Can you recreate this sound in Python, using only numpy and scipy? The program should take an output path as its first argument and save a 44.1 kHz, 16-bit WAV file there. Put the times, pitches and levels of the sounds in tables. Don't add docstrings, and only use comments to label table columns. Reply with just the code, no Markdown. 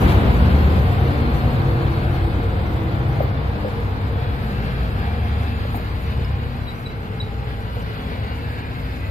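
import sys
import numpy as np
from scipy import signal
from scipy.fft import next_fast_len
from scipy.io import wavfile
from scipy.ndimage import uniform_filter1d

SR = 44100
rng = np.random.default_rng(int(sys.argv[2]) if len(sys.argv) > 2 else 0)


def wav_out(sig):
    wavfile.write(sys.argv[1], SR, np.round(np.clip(np.atleast_2d(sig).T, -1, 1) * 32767).astype(np.int16))


def gain_from_db(level_db):
    decades = np.asarray(level_db, float) / 20
    return 10 ** decades


N = 401310
T = np.arange(N) / SR
FRAME_S, BIN_HZ = np.arange(N // 256 + 5) * 256 / SR, np.fft.rfftfreq(1024, 1 / SR)


def evened(x):
    return x / np.sqrt(np.mean(abs(x) ** 2) + 1e-20)


def read(points, hz):
    f, value = np.transpose(points)
    return np.interp(np.log(hz + 1), np.log(f + 1), value)


def follow(rows, t):
    s, *columns = np.transpose(rows)
    return [np.interp(t, s, c) for c in columns]


def wander(top_hz, t):
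    rates_hz = np.geomspace(top_hz / 20, top_hz, num=12)
    return evened(sum(np.sin(2 * np.pi * (f * t + rng.random())) / np.sqrt(f) for f in rates_hz))


def resonate(x, hz, width_hz):
    turn = np.exp(2j * np.pi * np.cumsum(hz * np.ones(len(x))) / SR)
    r = np.exp(-np.pi * width_hz / SR)
    return 2 * (turn * signal.lfilter([1 - r], [1, -r], x / turn)).real


def steadied(x, share):
    envelope = np.abs(signal.hilbert(x, next_fast_len(len(x)))[:len(x)])
    return evened(x / (envelope + .1) ** share)


def add(mix, s, sound):
    part = mix[:, round(s * SR):][:, :sound.shape[1]]
    part += sound[:, :part.shape[1]]


def ports(sound, lead_ms, pan_db):
    lag = round(abs(lead_ms) * SR / 1000)
    early, late = np.pad(sound, (0, lag)), np.pad(sound, (lag, 0))
    pair = np.array([early, late] if lead_ms > 0 else [late, early])
    return pair * gain_from_db(np.array([[pan_db / 2], [-pan_db / 2]]))


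# [f/Hz, left minus right level/dB]
PORT_BALANCE = [(60, 1.2), (300, 1.6), (1200, 1.3), (4000, 1.5), (9500, .5), (11500, 10), (14000, 15)]
# [f/Hz, coherence/1]
PORT_LIKENESS = [(60, .95), (250, .94), (500, .86), (1000, .6), (2200, .5), (4000, .42), (9000, .25)]


def spread_noise(field_db, lead_ms, patchy_db, flicker_db):
    a, b, c, d, patches, streaks = rng.standard_normal((len(FRAME_S), len(BIN_HZ), 6)).T
    streaks = evened(uniform_filter1d(uniform_filter1d(streaks, size=2, axis=0), size=130, axis=1))
    patches = evened(uniform_filter1d(uniform_filter1d(patches, size=8, axis=0), size=20, axis=1))
    flicker = wander(25, FRAME_S)
    flicker = (flicker - uniform_filter1d(flicker, size=36)) * np.clip(BIN_HZ / 3000, 0, 1)[:, None]
    same = np.clip(read(PORT_LIKENESS, BIN_HZ), 0, 1)[:, None]
    left = a + 1j * b
    delay = np.exp(-2j * np.pi * BIN_HZ[:, None] * lead_ms / 1000)
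    right = same * delay * left + np.sqrt(1 - same ** 2) * (c + 1j * d)
    balance_db = read(PORT_BALANCE, BIN_HZ)[:, None] * np.array([.5, -.5])[:, None, None]
    texture_db = patchy_db * (.45 * patches + 1.3 * streaks) + flicker_db * flicker
    z = np.array([left, right]) * gain_from_db(field_db + balance_db + texture_db)
    return signal.istft(z, nperseg=1024, noverlap=768)[1][:, 256:N + 256] / np.sqrt(768)


def band_share_db(colour_db, low_hz, high_hz):
    return 10 * np.log10(np.sum(gain_from_db(2 * colour_db[(BIN_HZ > low_hz) & (BIN_HZ < high_hz)])))


# [t/s, level/dB]
SCREEN = [(0, 2.5), (.5, 0), (1.1, 0), (1.6, 0.5), (2.2, -0.5), (3, 0), (3.6, -0.5), (4.2, 0), (5, 0.5),
          (5.6, -1.5), (6.3, -0.5), (6.9, -5), (7.5, -2), (8.3, -0.5), (9.1, -3)]
START_M, TRAIN_M_PER_S = 21.8, 8.8


def locomotive_db(t):
    return follow(SCREEN, t)[0] - 20 * np.log10(1 + TRAIN_M_PER_S * t / START_M)


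# [t/s, level/dB]
ROUGH = [
    (.5, 4.5),
    (1.2, -3),
    (2.05, -1.5),
    (3.35, -15),
    (4.65, 1),
    (5.5, 1.5),
    (6.25, -3.5),
    (7.15, -21),
    (8.1, -0.5),
    (8.8, -2.5),
]
ROUGH_S, FAR_WHEELS_DB = 0.3, -18.5


def feed(t, loco_db, loco_steep, wheel_db, wheel_steep):
    near = gain_from_db(2 * FAR_WHEELS_DB) + sum(gain_from_db(2 * db) / (1 + ((t - s) / ROUGH_S) ** 2) for s, db in ROUGH)
    loco_power = gain_from_db(2 * (loco_db + loco_steep * locomotive_db(t)))
    return 10 * np.log10(loco_power + gain_from_db(2 * wheel_db) * near ** wheel_steep)


def slip(turns):
    return rng.random() + turns * np.interp(T, FRAME_S, wander(4, FRAME_S))


# [t/s, cycle rate/Hz]
SPEED = [(0, 8.1), (1.3, 8.155), (1.95, 8.125), (2.6, 8.164), (3.9, 8.212), (5.85, 8.186), (7.15, 8.18),
         (9.1, 8.2)]
STRONG_ORDERS = (8, 9, 12, 16, 23)
SIDE_ORDERS = (7, 11, 13, 18)
WEAK_ORDERS = (4, 5, 6, 10, 14, 15, 17)
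# [t/s, peak level/dB, half length/s]
SWELLS = [
    [(.3, -25, .35), (.9, -31, .3), (1.7, -27.5, .35), (2.4, -31, .25), (3.25, -26, .4), (4.05, -30, .5),
     (6.33, -29, .3), (7.25, -34, .35)],
    [(.1, -21, .3), (.6, -15, .25), (1.15, -23.5, .3), (2.15, -30, .25), (2.7, -27, .25), (4.2, -32, .3),
     (5.3, -22.5, .4), (6.2, -27, .35), (8.35, -30.5, .35), (9.1, -32, .3)],
    [(.15, -23, .4), (.9, -21, .22), (1.8, -25, .4), (2.4, -24.5, .3), (3.2, -26.5, .35), (3.95, -27, .35),
     (5.45, -27.5, .6), (6.35, -31, .35), (7.15, -33, .2), (8.4, -34, .3), (9.1, -34, .3)],
    [(.45, -26, .3), (1, -24.5, .22), (1.68, -24, .3), (2.1, -27, .25), (3.1, -25.5, .35), (4.5, -32, .65),
     (6.25, -32, .4), (7.45, -36.5, .4), (8.75, -36, .2)],
    [(.45, -26, .28)],
]
# [t/s, peak level/dB, half length/s]
SIDE_SWELLS = [
    [(.3, -22, .35), (.9, -31, .2), (1.5, -28.5, .3), (2.2, -27, .55), (3.6, -37, .5), (4.8, -29.5, .5),
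     (5.85, -33.5, .3), (6.5, -38, .3), (7.6, -34, .3), (8.3, -34, .4), (9, -34, .3)],
    [(.2, -31, .3), (.85, -26, .35), (2.4, -27, .5), (3.3, -31, .3), (4.2, -30, .5), (5, -35, .25),
     (6.3, -37, .5), (7.3, -34.5, .4), (7.8, -37, .2)],
    [(0, -31, .2), (1.7, -29, .4), (2.95, -28, .3), (4.2, -31, .35), (5.9, -34.5, .6), (7.2, -33.5, .3),
     (7.9, -34.5, .4), (8.5, -36, .3)],
    [(.6, -33, .2), (1.6, -32, .45), (3.4, -35, .3), (4.9, -38, .25), (8.6, -43, .3)],
]
# [start level/dB, steepness with distance/1]
WEAK_FADES = [(-37.5, 0.48), (-41, 1.3), (-41, 0.4), (-30.5, 1.2), (-34.5, 1.1), (-35, 1.4), (-41.5, 0.89)]
BETWEEN_SWELLS_DB = -40.5


def exhaust():
    jitter = 1 + 0.00096 * np.interp(T, FRAME_S, wander(3.07, FRAME_S))
    turns = np.cumsum(follow(SPEED, T)[0] * jitter) / SR
    away_db = locomotive_db(FRAME_S)
    gains = []
    for rows in SWELLS + SIDE_SWELLS:
        power = sum(gain_from_db(2 * db) * np.exp(-2 * ((FRAME_S - s) / half_s) ** 2) for s, db, half_s in rows)
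        gains.append(gain_from_db(BETWEEN_SWELLS_DB + away_db) + np.sqrt(power))
    for db, steep in WEAK_FADES:
        gains.append(gain_from_db(db + steep * away_db + 2.25 * wander(1.44, FRAME_S)))
    drone = np.zeros(N)
    for order, gain in zip(STRONG_ORDERS + SIDE_ORDERS + WEAK_ORDERS, gains):
        drone += np.sqrt(2) * np.interp(T, FRAME_S, gain) * np.sin(2 * np.pi * (order * turns + slip(0.13)))
    return ports(drone, -0.17, 0.93)[:, :N], turns


# [f/Hz, width/Hz, level/dB]
RUMBLE_BODY = [
    (60.2, 20, -0.5),
    (101, 50.3, -1),
    (134.2, 73, -11),
]
RUMBLE_FEED = (-24.5, 1, -31, 0.2)


def rumble():
    push = rng.standard_normal((2, N))
    push[1] = .85 * push[0] + .53 * push[1]
    body = [sum(gain_from_db(db) * evened(resonate(resonate(p, hz, width_hz), hz, width_hz))
                for hz, width_hz, db in RUMBLE_BODY) for p in push]
    body = signal.sosfilt(signal.butter(4, 48, "high", fs=SR, output="sos"), body)
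    return gain_from_db(feed(T, *RUMBLE_FEED) + np.array([[.7], [-.7]])) * evened(body)


# [f/Hz, density/(dB per Hz)]
ROAR_COLOUR = [(24, -39), (40, 0.5), (89, 1), (140, -10.5), (165, -16), (207, -13.5), (281, -15.5),
               (442, -15.5), (577, -19.5), (924, -20), (1540, -25.5), (3040, -35.5), (4220, -41),
               (5400, -47.5), (7020, -106), (11900, -120)]
ROAR_FEED = (-17.5, 1.37, -47.5, -3)
DULL_DB_PER_OCTAVE, HIDDEN_S, HIDING_S = 6, 7.12, 0.66


def roar(turns):
    treble_db = .6 - DULL_DB_PER_OCTAVE * (1 + np.tanh((FRAME_S - HIDDEN_S) / HIDING_S))
    colour_db = read(ROAR_COLOUR, BIN_HZ)
    field_db = (colour_db - band_share_db(colour_db, 20, 16000))[:, None] + feed(FRAME_S, *ROAR_FEED)
    field_db += treble_db * np.log2(1 + BIN_HZ / 400)[:, None]
    puffs = 1 + 0.019 * np.cos(2 * np.pi * turns) + 0.091 * np.cos(2 * np.pi * 4 * turns)
    noise = 33 * spread_noise(field_db, -0.27, patchy_db=0.4, flicker_db=1.3)
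    return puffs * signal.sosfilt(signal.butter(4, 110, "high", fs=SR, output="sos"), noise)


# [f/Hz, density/(dB per Hz)]
ROLL_COLOUR = [(88, -34), (150, -4), (254, -8), (342, -15.5), (442, -15), (553, -17.5), (662, -20),
               (804, -19.5), (1320, -19.5), (1580, -19), (1830, -23), (2230, -22), (3300, -29), (4000, -29),
               (4790, -34), (5400, -41.5), (7020, -81), (11900, -120)]
ROLL_BANDS_HZ = [260, 700, 2600]
DRUM_FEED, RING_FEED, HISS_FEED = (-26, 1.32, -38, 1.1), (-29.5, 0.82, -41.5, 0), (-43.5, 1, -39.5, 0.61)
WHEELS_LEAD_MS, LEAD_MS_PER_S = 0.3, 0.011


def rolling():
    colour_db = read(ROLL_COLOUR, BIN_HZ)
    edges_hz = [(150, 400), (400, 1200), (1400, 5000)]
    feeds = (DRUM_FEED, RING_FEED, HISS_FEED)
    gains_db = np.array([feed(FRAME_S, *layer) - band_share_db(colour_db, *edge)
                         for layer, edge in zip(feeds, edges_hz)])
    parts = np.arange(len(edges_hz))
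    place = np.interp(np.log(BIN_HZ + 1), np.log(ROLL_BANDS_HZ), parts)
    weights = np.clip(1 - abs(place[:, None] - parts), 0, 1)
    field_db = colour_db[:, None] + weights @ gains_db
    lead_ms = WHEELS_LEAD_MS + LEAD_MS_PER_S * FRAME_S
    return 33 * spread_noise(field_db, lead_ms, patchy_db=1.33, flicker_db=1.7)


# [f/Hz, density/(dB per Hz)]
FIZZ_COLOUR = [(3120, -14), (5300, -7), (5490, -0.5), (5850, 2), (6280, -3.5), (6870, -2), (7900, -5),
               (10800, -6.5), (11600, -6.5), (13000, -6), (14200, -10), (15500, -11)]
FIZZ_FEED = (-51, 2, -58, 0.5)
JOLT_DB, JOLT_S = 39, .03


def fizz():
    colour_db = read(FIZZ_COLOUR, BIN_HZ)
    field_db = (colour_db - band_share_db(colour_db, 9000, 14000))[:, None] + feed(FRAME_S, *FIZZ_FEED)
    jolts = sum(gain_from_db(db + JOLT_DB) * np.exp(-abs(FRAME_S - s) / JOLT_S)
                for s, db, hz, _ in SQUEAKS if hz > 9000)
    field_db += np.clip(BIN_HZ / 12000, 0, 1)[:, None] ** 2 * 20 * np.log10(1 + jolts)
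    field_db += 1.1 * wander(20, FRAME_S)
    return 33 * spread_noise(field_db, .3, patchy_db=1, flicker_db=.6)


LOCO_TONES_HZ, LOCO_TONES_S, LOW_TONES_HZ = 400, 3, 900


def tone_lead_ms(s, hz):
    if hz < LOCO_TONES_HZ and s < LOCO_TONES_S:
        return -.22
    return .2 if hz < LOW_TONES_HZ else WHEELS_LEAD_MS + LEAD_MS_PER_S * s


# [f/Hz, width/Hz, level/dB]
RAIL = [
    (463, 14, -43.5),
    (725, 14, -52),
    (804, 10, -52),
]
# [t/s, length/s,
# f/Hz, level/dB]
HUMS = [(0, 0.12, 331, -31), (0, 0.85, 240.4, -30.5), (0.898, 0.79, 237.4, -31), (0, 0.89, 354, -36),
        (0, 0.92, 519.6, -39), (0, 0.48, 870, -41), (.75, 2.4, 726, -41), (.95, .6, 2210, -51),
        (1, 2.1, 3340, -64), (1.244, 0.71, 503, -40), (.9, 0.51, 338, -36.5), (1.3, 2.34, 303, -40),
        (1.545, 0.96, 337.4, -35), (1.65, 2.8, 815, -48.5), (2.2, 0.79, 204.3, -36), (2.2, 1.1, 178.5, -37),
        (2.705, 0.49, 324, -40), (3.19, 1.07, 464.7, -38.5), (3.9, 1.5, 3900, -59), (4, 1.2, 12800, -66),
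        (3.95, 0.99, 494, -44), (3.95, 0.76, 714, -46), (4.35, 0.58, 220, -40.5), (4.3, 1.2, 2664, -54),
        (4.5, 0.32, 2750, -54), (5.05, .35, 3360, -56), (7.9, 0.39, 3380, -55), (4.8, .4, 1670, -53),
        (4.845, .75, 724, -40), (4.847, .8, 802, -43), (5.9, 0.48, 3620, -55), (5.95, 0.26, 2610, -51),
        (6, 0.39, 2890, -55), (6.252, 0.37, 792, -47.5), (6.75, 1.07, 431.6, -44), (6.85, 0.84, 201, -41.5),
        (6.943, 0.88, 805, -47), (7.25, 0.69, 2250, -61), (7.3, 1.6, 2950, -55.5), (7.45, 0.54, 1080, -55),
        (7.704, 0.68, 421, -43), (8.1, 0.82, 940, -52), (8.256, 0.37, 483, -47), (7.9, 1.5, 255.4, -43),
        (8.3, 0.57, 278, -45), (8.6, .12, 2030, -55), (8.17, .09, 1550, -50), (8.33, .45, 1690, -45),
        (8.61, 0.075, 2430, -47), (8.99, 0.14, 2020, -46), (9, 0.093, 2580, -51), (8.35, 0.47, 2290, -55),
        (.8, 0.42, 724, -39.5), (1.4, 0.31, 151, -32), (1.952, 0.33, 746, -45), (2.05, .35, 810, -45),
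           (2.38, 0.28, 462, -37), (3.018, 0.33, 800, -43.5), (3.002, 0.33, 152.4, -32.5),
           (4.02, .4, 464, -40.5), (5.17, .35, 1010, -47), (5.98, 0.35, 465, -48), (6.32, 0.29, 484, -45),
           (7.9, 0.31, 249, -41), (8.83, 0.25, 262.5, -41), (0, .2, 2320, -43), (4.1, .26, 3391, -52),
           (5.382, 0.25, 2615, -49), (8.5, .2, 3773, -60), (0.897, .5, 468.4, -35.5), (1.6, .5, 463, -37.5),
           (3.5, 0.39, 207, -38), (4.747, .4, 204.5, -38.5), (5.2, 0.68, 233, -41),
           (6.453, 0.26, 240.2, -42), (8.02, .2, 2200, -53), (8.36, .12, 2650, -50), (8.72, .12, 2130, -50),
           (7.55, .35, 960, -46), (5.9, .3, 620, -46), (4.75, .3, 640, -45), (3.45, .3, 300, -39),
           (1, .25, 290, -33), (3.6, .3, 147, -35), (2.1, .3, 190, -35), (8.62, .08, 2070, -49),
           (4.66, .07, 1560, -45), (4.68, .12, 2100, -49), (5.2, .1, 2120, -50), (5.75, .25, 2150, -51),
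           (5.6, .3, 1620, -51), (6.07, .07, 1700, -48), (8.2, .2, 2850, -53), (8.8, .15, 1690, -50),
           (6.05, .3, 200, -39), (4.95, .09, 1680, -47)]
# [t/s, length/s, f/Hz, end f/Hz, level/dB]
GLIDES = [
    (0, 2.8, 4050, 4450, -56),
    (.7, 2.8, 345, 318, -40),
    (1.8, 7.6, 200, 257, -43),
]
# [t/s, length/s, f/Hz, end f/Hz, width/Hz, level/dB]
CLATTER = (.065, .075, 2500, 2700, 1600, -34.5)
HUM_WIDTH, HUM_WIDEST_HZ, HUM_SAG = 0.01, 13, 0.993
HUM_STEADY = .45
GLIDE_WIDTH_HZ, GLIDE_WIDTH = 3.8, 0.0049


def rail_tones():
    out = np.zeros((2, N))
    fade = gain_from_db(feed(T, *RING_FEED) + 36)
    for hz, width_hz, db in RAIL:
        ring = steadied(evened(resonate(rng.standard_normal(N), hz, width_hz)), HUM_STEADY)
        add(out, 0, ports(gain_from_db(db) * fade * ring, .2, 1.5))
    songs = [(s, length_s, hz, hz * HUM_SAG, min(3 + hz * HUM_WIDTH, HUM_WIDEST_HZ), db)
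             for s, length_s, hz, db in HUMS]
    songs += [CLATTER]
    songs += [(s, length_s, hz, end_hz, GLIDE_WIDTH_HZ + hz * GLIDE_WIDTH, db)
              for s, length_s, hz, end_hz, db in GLIDES]
    roughness = rng.standard_normal(2 * N)
    for s, length_s, hz, end_hz, width_hz, db in songs:
        count = int(length_s * SR)
        push = roughness[round(s * SR):][:count]
        hum = evened(resonate(push, np.linspace(hz, end_hz, count), width_hz))
        hum = steadied(hum, HUM_STEADY * (width_hz < 100))
        hum = gain_from_db(db) * hum * signal.windows.tukey(count, .6)
        add(out, s, ports(hum, tone_lead_ms(s, hz), read(PORT_BALANCE, hz)))
    return out


# [t/s, peak level/dB, settled f/Hz, first pitch above it/1, t60/s]
KNOCKS = [(.024, -21, 330, .3, .05), (.036, -25, 760, .2, .03), (.079, -25, 780, .2, .03),
          (1.122, -27, 480, .2, .04), (1.452, -24, 420, .3, .05), (2.51, -29, 470, .1, .05),
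          (7.9, -33, 450, .1, .06), (2.385, -22, 250, .5, .06), (2.96, -25, 210, .2, .06),
          (3.2032, -20, 900, .3, .02), (3.2041, -8.5, 480, .9, .03), (3.2115, -26, 400, .1, .09),
          (3.645, -20.5, 510, .3, .085), (5.65, -24.5, 540, .1, .04), (5.7435, -16.5, 660, .6, .024),
          (5.753, -27, 260, .3, .05), (5.773, -24, 760, .05, .03), (5.795, -31, 620, .1, .06),
          (6.19, -26, 440, .4, .04), (7.7665, -26, 480, .05, .07), (8.117, -27.5, 440, .3, .08),
          (8.134, -27, 450, .2, .07)]


def knocks():
    out, t = np.zeros((2, N)), np.arange(3000) / SR
    # delay/s, level/dB, share of the pitch drop
    echoes = [(0, 4.5, 1), (.014, -7.5, 1.1), (.019, -9, .3), (.027, -9.5, .45), (.047, -11, .6)]
    for s, db, hz, sweep, t60_s in KNOCKS:
        for delay_s, echo_db, bright in echoes:
            phase = 2 * np.pi * np.cumsum(hz * (1 + bright * sweep * np.exp(-t / .003))) / SR
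            ring = gain_from_db(db - 60 * t / t60_s) * np.minimum(t / .002, 1) ** 2 * np.sin(phase)
            add(out, s + delay_s, ports(gain_from_db(echo_db) * ring, 0.33, 1.6))
    return out


def scattered_notes(notes, peak):
    out, lag_s = np.zeros((2, N)), np.arange(5000) / SR
    hits = (rng.random(len(lag_s)) < 1600 / SR) * rng.standard_normal(len(lag_s))
    scatter = hits * gain_from_db(-25 - 60 * lag_s / .3) * (lag_s > .008)
    scatter[0] = gain_from_db(-1)
    for s, db, hz, length_s, pan_db in notes:
        count = int(length_s * SR)
        phase = 2 * np.pi * np.cumsum(np.linspace(hz * 1.006, hz * .994, count)) / SR
        swell = np.sin(np.pi / 2 * np.interp(np.linspace(0, 1, count), [0, peak, 1], [0, 1, 0])) ** 2
        note = gain_from_db(db) * swell * (np.sin(phase) + gain_from_db(-26) * (hz < 6000) * np.sin(2 * phase))
        add(out, s, ports(signal.fftconvolve(note, scatter), -.015 * pan_db, pan_db))
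    return out


# [t/s, peak level/dB, f/Hz, length/s]
SQUEAKS = [(1.863, -37, 3100, .014), (3.21, -47, 14330, 0.042), (3.368, -39, 3510, 0.02),
           (5.756, -43, 13700, .01), (5.767, -39, 13300, .008), (5.752, -53, 14600, .012),
           (5.754, -51, 10300, .012), (6.024, -53, 15300, 0.018), (6.028, -55, 10500, .016),
           (6.029, -52, 5270, .016), (6.244, -37, 5150, 0.01), (6.246, -46, 4500, .006),
           (6.492, -64, 14000, .016)]


def squeaks():
    return scattered_notes([(*row, read(PORT_BALANCE, row[2])) for row in SQUEAKS], peak=.47)


# [t/s, peak level/dB, f/Hz, length/s, left minus right level/dB]
BIRD = [(6.608, -48, 3980, .03, 0), (6.661, -34, 3910, 0.052, 2.5), (6.85, -30, 3940, 0.034, 0.5),
        (7.192, -45, 3920, .014, 2), (7.199, -24.5, 3890, 0.015, -3), (7.21, -24, 3840, 0.0079, -3),
        (7.217, -40, 4070, 0.0098, -1), (7.216, -39, 4420, .008, -1), (7.225, -41, 3900, .014, -3),
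        (7.274, -46, 3600, .016, 0), (6.884, -46, 3940, .022, -2), (6.912, -45, 3900, .024, 0),
        (6.71, -45, 3900, .02, 0)]


def bird():
    return scattered_notes(BIRD, peak=.5)


def scene():
    drone, turns = exhaust()
    train = drone + rumble() + roar(turns) + rolling() + fizz() + rail_tones() + knocks()
    return train + squeaks() + bird()


def top_cut(x):
    return signal.sosfilt(signal.butter(12, 15630, fs=SR, output="sos"), x)


# [f/Hz, level/dB]
SPARSE = [(4100, -30), (4800, -11), (5250, 1.5), (5500, 5), (6300, 5.5), (6800, 3.5), (8000, 3.2),
          (10800, 3.6), (11600, -1), (13500, 0), (15000, 2)]
# [f/Hz, level/dB]
STARVED = [(2500, 0), (3300, 17), (4100, 22), (4800, 9), (5250, 1), (5500, 0)]
# [f/Hz, deviations/1]
DROPS = [(1500, 3), (3000, 2.1), (4000, 1.5), (4700, 1.1), (5400, 1.3), (9000, 1.9), (15000, 2.2)]
OPEN_UNTIL_S, OPEN_HZ = 3.2, 15650
EDGE_HZ, AJAR_HZ, AJAR_ABOVE = 14280, 15000, .85


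def record(dry):
    hz, t, z = signal.stft(dry, SR, window="cosine", nperseg=2048)
    local = np.sqrt(uniform_filter1d(uniform_filter1d(abs(z) ** 2, size=24, axis=1), size=3, axis=2))
    whim_db = 1.7 * np.repeat(rng.standard_normal((len(t), len(hz) // 12 + 1)), 12, axis=1)[:, :len(hz)].T
    need_db = read(SPARSE, hz)[:, None] + whim_db + np.outer(read(STARVED, hz), t < OPEN_UNTIL_S)
    z = z * (abs(z) > local * gain_from_db(need_db))
    luck = np.repeat(rng.standard_normal((len(t), len(hz) // 5 + 1)), 5, axis=1)[:, :len(hz)].T
    luck = evened(uniform_filter1d(luck, size=3, axis=1))
    z = z * (luck > -read(DROPS, hz)[:, None] - .9 * (t > OPEN_UNTIL_S))
    chance = evened(uniform_filter1d(rng.standard_normal(len(t)), size=3))
    edge_hz = np.where(chance > AJAR_ABOVE, AJAR_HZ, EDGE_HZ)
    edge_hz[t < OPEN_UNTIL_S] = OPEN_HZ
    for s, _, squeak_hz, length_s in SQUEAKS:
        edge_hz[(abs(t - s - length_s / 2) < .03) & (squeak_hz > EDGE_HZ)] = OPEN_HZ
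    kept = signal.istft(z * (hz[:, None] < edge_hz), SR, window="cosine", nperseg=2048)[1][:, :N]
    kept = kept * np.clip(.5 + T / .03, 0, 1)
    return top_cut(kept)


dry = scene()
out = record(dry)
wav_out(out)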